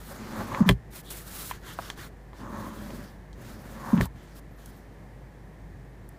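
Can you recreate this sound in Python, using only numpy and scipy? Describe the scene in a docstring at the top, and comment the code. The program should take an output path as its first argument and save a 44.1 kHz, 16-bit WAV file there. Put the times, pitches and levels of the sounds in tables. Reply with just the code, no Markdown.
"""The padded lid of a car's centre console is shut, unlatched, lifted and shut again.
Its hinge rubs, then judders just before the lid thuds down and the plastic latch snaps in.
A hand strokes the leather, fumbles the catch and squeaks as it peels off the lid.
Underneath, the idling engine hums and air rushes softly from the vents."""
import sys
import numpy as np
from scipy import signal
from scipy.fft import rfft, irfft
from scipy.io import wavfile

SR = 44100
rng = np.random.default_rng(int(sys.argv[2]) if len(sys.argv) > 2 else 0)


def generate_wav(signal):
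    """Clip the signal to [-1, 1] and save it as 16-bit WAV at the path in sys.argv[1]."""
    frames = np.transpose(np.atleast_2d(signal))
    scaled = np.clip(frames, -1, 1) * 32767
    pcm = np.round(scaled).astype(np.int16)
    wavfile.write(sys.argv[1], SR, pcm)


N = 272917
TIME = np.arange(N) / SR
FREQS = np.maximum(np.fft.rfftfreq(N, 1 / SR), 1)
TOP_HZ = 15400  # upper edge of the treble


def undb(db):
    """Turn decibels into a factor to multiply a sound by."""
    return 10 ** (np.asarray(db) / 20)


def unit(x):
    """Scale a sound so that its average strength (rms) is 1."""
    return x / np.sqrt(np.mean(x ** 2))


def add(track, start, sound):
    """Mix a sound into the track, start seconds in."""
    i = max(int(start * SR), 0)
    track[i:i + len(sound)] += sound[:N - i]


def colour(points):
    """A filter curve that joins (frequency [Hz], level [dB]) points."""
    hz, db = np.transpose(points)
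    return undb(np.interp(np.log(FREQS), np.log(hz), db))


def resonances(peaks):
    """A filter curve with a steep peak at each (frequency [Hz], width [Hz], level [dB])."""
    return sum(undb(db) / (1 + ((FREQS - hz * hz / FREQS) / (1.38 * width)) ** 2)
               for hz, width, db in peaks)


def through(x, curve):
    """Pass a sound through a filter curve and scale it to strength 1."""
    return unit(irfft(rfft(x) * curve, N))


def walk(rate):
    """A random wander of about 1 either way, with up to about rate wiggles a second."""
    return 1.2 * np.interp(2 * rate * TIME, np.arange(2048), rng.standard_normal(2048))


def gesture(start, attack, hold, release):
    """One movement, from 0 to 1 and back: it speeds up, holds and slows to rest (times in seconds)."""
    rise = (TIME - start) / max(attack, 1e-3)
    fall = (start + attack + hold + release - TIME) / max(release, 1e-3)
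    return np.sin(np.pi / 2 * np.clip(np.minimum(rise, fall), 0, 1))


def slips(per_s, scatter_db):
    """Two rubbing surfaces slip in tiny random clicks of uneven size."""
    size = undb(scatter_db * np.minimum(rng.exponential(size=N), 5))
    return (rng.random(N) < per_s / SR) * size * rng.standard_normal(N)


def flicker(rasp, depth_db, count=12):
    """Each frequency band of the rasp swells and fades at random, so its colour flickers."""
    spectrum = rfft(rasp)
    place = np.interp(np.log(FREQS), np.log([800, TOP_HZ]), [0, count - 1])
    bands = (irfft(spectrum * np.maximum(1 - abs(place - k), 0), N) for k in range(count))
    return unit(sum(band * undb(depth_db * walk(rate=8.3)) for band in bands))


def cabin(air_db=-50, vents_db=-63, throb_db=2.2):
    """The idling engine hums and throbs a little under the soft rush of the vents."""
    # ventilation and distant engine noise: (frequency [Hz], relative level [dB])
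    air_curve = [(20, -20), (40, -12.5), (75, 2), (160, 0), (220, -4.5), (450, -8.5), (650, -13.5),
                 (1000, -16.5), (1450, -24), (2100, -23), (2700, -31.5), (5000, -36), (15000, -42.5)]
    # resonances of the air vents: (frequency [Hz], width [Hz], relative level [dB])
    vent_peaks = [(727, 160, 3), (1767, 290, 1.5)]
    # tones of the idling engine: (frequency [Hz], level [dB])
    engine_tones = [(51, -49), (122, -58), (178, -62)]
    (firing_hz, firing_db), *upper_tones = engine_tones
    bass_cut = np.maximum(1 / (1 + (58 / FREQS) ** 4), 0.443)  # leaves the deep bass to the engine tone
    air = undb(air_db) * through(rng.standard_normal(N), colour(air_curve) * bass_cut)
    vents = undb(vents_db) * through(rng.standard_normal(N), resonances(vent_peaks))
    throb = undb(firing_db + throb_db * walk(rate=11))
    firing = throb * np.sin(2 * np.pi * firing_hz * TIME + .1 * walk(rate=2.2))
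    drone = 0
    for hz, db in upper_tones:
        swell = undb(db + 2.5 * walk(rate=1.3))
        drone += swell * np.sin(2 * np.pi * hz * TIME + 3.2 * walk(rate=9.2))
    return (air + vents) * undb(.5 * walk(rate=1.6)) + np.sqrt(2) * (firing + drone)


def squeaks(count=14, from_s=4.48, to_s=4.79, low_hz=10700, high_hz=14000, length_s=0.032):
    """Skin peels off the lid in faint, gliding chirps at random moments."""
    out, t = np.zeros(N), TIME[:int(length_s * SR)]
    for when, pitch, glide, size in rng.random((count, 4)):
        slide = 1 + 0.05 * (2 * glide - 1) * t / length_s  # up to 5 % up or down
        hz = (low_hz + pitch * (high_hz - low_hz)) * slide
        chirp = np.hanning(len(t)) * np.sin(2 * np.pi * np.cumsum(hz) / SR)
        db = -70 + 3 * (2 * size - 0.5)
        add(out, from_s + when * (to_s - from_s), undb(db) * chirp)
    return out


def drags():
    """Where a fingertip presses, its slips fall into step and the rasp takes on a pitch."""
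    # fingertip chatter: (start [s], length [s], pitch [Hz], width [Hz], level at the middle [dB])
    chatters = [(1.048, 0.082, 3620, 650, -52.5), (1.653, 0.1, 3140, 600, -51),
                (1.788, 0.085, 3270, 600, -60)]
    out = np.zeros(N)
    for start, length, hz, width, db in chatters:
        swell = np.hanning(int(length * SR)) ** .5
        chatter = through(rng.standard_normal(N), resonances([(hz, width, 0)]))
        add(out, start, undb(db) * swell * chatter[:len(swell)])
    return out


def leather(rasp_gain_db=8.0, waver_db=2.3):
    """Countless tiny slips of skin on leather make a fine hiss, and a rasp where the hand presses."""
    # strokes of skin and sleeve:
    # (start [s], rise [s], hold [s], fall [s], hiss level [dB], relative rasp level [dB])
    hand_strokes = [(0.0, 0.0033, 0.045, 0.19, -52, -61), (0.04, 0.3, 0.23, 0.091, -53.5, -52.5),
                    (0.648, 0.034, 0.023, 0.04, -51, -50), (0.899, 0.064, 0.025, 0.038, -46, -56.5),
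                    (1.02, 0.031, 0.047, 0.02, -55, -63.5), (1.102, 0.0033, 0.051, 0.097, -42.5, -57),
                    (1.18, 0.22, 0.0067, 0.084, -40.5, -53.5), (1.426, 0.061, 0.011, 0.03, -45.5, -68),
                    (1.489, 0.01, 0.02, 0.096, -56, -53.5), (1.591, 0.1, 0.021, 0.082, -52.5, -52.5),
                    (1.746, 0.11, 0.026, 0.089, -52.5, -53), (1.952, 0.051, 0.016, 0.085, -50, -51),
                    (2.316, 0.073, 0.011, 0.07, -64.5, -60), (2.4, 0.23, 0.1, 0.2, -58, -59.5),
                    (2.718, 0.2, 0.02, 0.28, -56, -58.5), (3.328, 0.14, 0.015, 0.15, -58.5, -59),
                    (3.47, 0.4, 0.15, 0.063, -55.5, -58), (4.006, 0.004, 0.012, 0.059, -48, -51.5),
                    (4.138, 0.028, 0.16, 0.055, -69, -66), (4.345, 0.035, 0.003, 0.022, -52.5, -63),
                    (4.57, 0.023, 0.066, 0.26, -64, -66)]
    # tone of the hiss: (frequency [Hz], relative level [dB])
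    hiss_curve = [(1500, -6.5), (2700, -5), (4000, -2.5), (5800, -5), (7500, -2), (11000, 0), (15000, -0.5)]
    # tone of the rasp: (frequency [Hz], relative level [dB])
    rasp_curve = [(350, 12), (750, 3), (1150, 9), (1700, 8.5), (2550, -2.5), (3300, 0), (4600, -2),
                  (7000, -6), (14000, -28)]
    hiss_gain, rasp_gain = 0, 0
    for start, attack, hold, release, hiss_db, rasp_db in hand_strokes:
        sliding = gesture(start, attack, hold, release) ** 1.53  # the power softens both ends
        hiss_gain += undb(hiss_db) * sliding
        rasp_gain += undb(rasp_db) * sliding
    hiss = through(slips(per_s=30000, scatter_db=1), colour(hiss_curve))
    rasp = through(slips(per_s=20000, scatter_db=1), colour(rasp_curve))
    rasp = flicker(rasp, depth_db=2.2)
    return undb(waver_db * walk(rate=25)) * hiss_gain * hiss + undb(rasp_gain_db) * rasp_gain * rasp


def hinge(speed_up_s=0.051, slow_down_s=0.096, upright_fade_db=15.5, bind_db=5.5, gap_db=4.5):
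    """The rubbing hinge sounds the lid's hollow body, its panels and, nearly shut, the gap below."""
    # swings of the lid: (start [s], length [s], first opening, last opening [0 shut, 1 upright],
    # first drone level [dB], last drone level [dB], scrape level [dB]); levels are relative
    lid_swings = [(0.061, 0.627, 0.56, 0.24, -48, -35, -36.5), (2.383, 0.708, 0.13, 0.49, -44, -38.5, -49),
                  (3.353, 0.675, 1, 0, -48.5, -45.5, -42)]
    # the hand pushes harder and the hinge rubs louder: (middle [s], length [s], boost [dB])
    hand_pushes = [(0.393, 0.12, 8.5), (0.532, 0.11, 3), (2.597, 0.2, 5), (3.893, 0.22, 2)]
    # drone of the hollow body: (frequency [Hz], width [Hz], relative level [dB])
    body_peaks = [(111, 51, -4.5), (217.2, 27, 2.5), (299, 88, -9.5), (575, 44, -12)]
    # scrape of the panels: (frequency [Hz], width [Hz], relative level [dB])
    panel_peaks = [(385, 15, 0.5), (546, 55, 3.5), (800, 300, -3.5), (1048, 280, -15), (1220, 27, -21),
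                   (1530, 400, -6), (6230, 1100, -38.5)]
    # air in the narrow gap: (frequency [Hz], width [Hz], relative level [dB])
    gap_peaks = [(1077, 190, 1.5), (882, 120, -8), (1750, 110, -15.5), (6500, 1000, -28)]
    push_db = sum(db * gesture(middle - length / 2, length / 2, 0, length / 2) ** 2
                  for middle, length, db in hand_pushes)
    drone_gain, scrape_gain, gap_gain = 0, 0, 0
    for start, length, first, last, first_db, last_db, scrape_db in lid_swings:
        span = [start, start + length]
        steady_s = length - speed_up_s - slow_down_s
        moving = undb(push_db) * gesture(start, speed_up_s, steady_s, slow_down_s)
        opening = np.interp(TIME, span, [first, last])
        free = .5 + .5 * np.tanh((opening - 0.36) / 0.055)  # below 0.36 the hinge binds, scraping harder
        rubbing = moving * undb(scrape_db - upright_fade_db * opening - bind_db * free)
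        drone_gain += moving * undb(np.interp(TIME, span, [first_db, last_db]))
        scrape_gain += rubbing
        gap_gain += rubbing * (1 - free)
    body = through(slips(per_s=1300, scatter_db=-1.2), resonances(body_peaks))
    panels = through(slips(per_s=6000, scatter_db=2.6), resonances(panel_peaks))
    gap = undb(gap_db) * through(slips(per_s=3300, scatter_db=-3.5), resonances(gap_peaks))
    drone = undb(1.1 * walk(rate=9)) * drone_gain * body
    scrape = undb(2.46 * walk(rate=12)) * (scrape_gain * panels + gap_gain * gap)
    return drone + scrape


def judders():
    """The hinge sticks and slips a few times and shakes the lid like a drumhead."""
    # grabs of the hinge: (start [s], length [s], average slip rate [Hz], peak level [dB])
    hinge_grabs = [(.605, 0.022, 206, -9), (.626, 0.029, 172, -26), (.659, 0.039, 181.5, -15.5),
                   (3.931, 0.019, 211, -9.5), (3.952, 0.038, 176, -18.5), (3.978, 0.021, 221, -19)]
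    out = np.zeros(N)
    for start, length, hz, db in hinge_grabs:
        t = np.arange(int(length * SR)) / SR
        phase = 2 * np.pi * hz * t * (1 + 0.25 * (1 - t / length))  # the slips slow as the lid brakes
        swell = np.sin(np.pi * t / length) ** 0.47
        shake = np.sin(phase) + undb(-26.5) * np.sin(2 * phase) + undb(-30.0) * np.sin(3 * phase)
        add(out, start, undb(db) * swell * shake)
    return out


def knocks(crack_s=.0011, tail_s=0.018, tail_db=-15, edge_db=7, max_cut_db=44, contact_s=0.000184):
    """Each latch knock cracks and rings those tones of the plastic that its hardness and place favour."""
    # ringing tones of the plastic console: (frequency [Hz], relative level [dB])
    shell_tones = [(390, 8.5), (553, 2), (655, 6.5), (850, 3), (1005, 4.5), (1120, 2), (1280, -14.5),
                   (1675, -8.5), (1790, -4.5), (2030, -8.5), (2210, -16.5), (2390, -15.5), (2700, -15.5),
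                   (3160, -9), (3360, -10), (3830, -21), (4050, -74), (4610, -27.5), (5530, -18),
                   (6110, -21)]
    # knocks of latch and catch: (time [s], level of the first 5 ms [dB], centre [Hz],
    # spread [octaves], ring length [factor], relative crack level [dB])
    latch_hits = [(0.408, -31.5, 850, 1.06, 0.63, -12), (0.547, -30, 1740, 0.68, 0.67, -8),
                  (0.6833, -32, 1090, 0.35, 0.4, -19), (.6903, -15, 2990, 0.65, 0.65, -10),
                  (.6905, -28, 9000, 0.94, 0.7, 14), (.6922, -21.5, 1260, 1.24, 0.6, -4.5),
                  (0.696, -18.5, 438, 0.5, 0.67, -5), (0.71, -31, 3400, 1.1, 0.32, -15),
                  (1.511, -38.5, 2500, 0.46, 1.25, -5.5), (1.512, -29, 970, 0.11, 0.32, -3),
                  (1.7881, -27.5, 930, 0.72, 0.39, 0.5), (1.9011, -31.5, 3700, 1.01, 0.4, -8.5),
                  (2.332, -45, 2160, 1.5, 0.47, -32), (2.905, -41, 1200, 2.1, 0.46, -8.5),
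                  (3.33, -56.5, 5030, 0.63, 1.1, 5), (3.977, -37, 1840, 0.71, 1.8, -1),
                  (4.007, -24.5, 404, 0.65, 0.68, 1.5), (4.0109, -24.5, 1560, 0.32, 0.38, -2.5),
                  (4.0111, -37.5, 4980, 1.1, 0.79, 7), (4.056, -41, 10600, 0.99, .3, 12),
                  (4.057, -39, 980, 0.19, .6, 9), (4.659, -47.5, 9600, 0.97, 0.59, 0),
                  (6.09, -51.5, 10160, 0.57, 0.27, 8)]
    out, t = np.zeros(N), TIME[:SR // 4]
    hz, tone_db = np.transpose(shell_tones)[:, :, None]
    ring_s = 0.077 * (hz / 1000) ** -0.7  # higher tones die sooner
    crack_hz = np.maximum(np.fft.rfftfreq(len(t), 1 / SR), 1)
    for start, db, centre, spread, stretch, crack_db in latch_hits:
        def favour(f):
            """Turn down frequencies far from this knock's centre."""
            distance = np.log2(f / centre) / spread
            return undb(-max_cut_db * np.tanh(edge_db * distance ** 2 / max_cut_db))

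        fade = np.exp(-np.log(1000) * t / (ring_s * stretch))
        tones = favour(hz) * undb(tone_db) * fade * np.sin(2 * np.pi * hz * t)
        reach = min(1, hz.max() / centre) ** 2  # the finest ticks barely move the plastic
        ringing = reach * unit(tones.sum(axis=0))
        # the crack scatters round the cabin and dies quickly in the upholstery
        decay = np.exp(-t / crack_s) + undb(tail_db) * np.exp(-t / (tail_s * stretch))
        crack = decay * irfft(rfft(rng.standard_normal(len(t))) * favour(crack_hz), len(t))
        knock = (ringing + undb(crack_db) * unit(crack)) * (1 - np.exp(-t / contact_s))
        add(out, start, undb(db) * knock / knock[:SR // 200].std())
    return out


def thuds(build_s=0.0011, low_cut_hz=44):
    """The padded lid lands with a soft push, and a boom builds up in the bin and the cabin air."""
    # low tones of the bin and the cabin air: (frequency [Hz], relative level [dB], time to fade 60 dB [s])
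    boom_tones = [(56.6, -6, 0.25), (80, 4, 0.14), (120.6, 0.5, 0.13), (178.5, 2.5, 0.092),
                  (258, -2, 0.095)]
    # the lid landing: (time [s], level [dB], length of contact [s])
    landings = [(0.6952, -10, 0.0028), (0.701, -10.5, 0.004), (3.998, -14, 0.0064), (4.0065, -15, 0.0028),
                (4.035, -27, 0.00077), (4.147, -38.5, 0.003)]
    out, t = np.zeros(N), TIME[:SR // 2]
    boom = sum(undb(db) * np.exp(-np.log(1000) * t / ring_s) * np.cos(2 * np.pi * hz * t)
               for hz, db, ring_s in boom_tones)
    boom *= 1 - np.exp(-t / build_s)
    for start, db, contact_s in landings:
        push = np.sin(np.pi * np.minimum(t / contact_s, 1))
        thud = signal.fftconvolve(boom, push)[:len(t)]
        add(out, start, undb(db) * thud / np.abs(thud).max())
    return signal.sosfilt(signal.butter(4, low_cut_hz, "high", fs=SR, output="sos"), out)


def scene():
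    """Everything is close by in the padded cabin, mixed to one channel."""
    return (hinge() + leather() + drags() + squeaks() + judders() + thuds() + knocks() + cabin())[None]


def record(dry):
    """A steep filter cuts off the highest treble."""
    return signal.sosfilt(signal.ellip(10, .2, 80, TOP_HZ, fs=SR, output="sos"), dry)


dry = scene()
out = record(dry)
generate_wav(out)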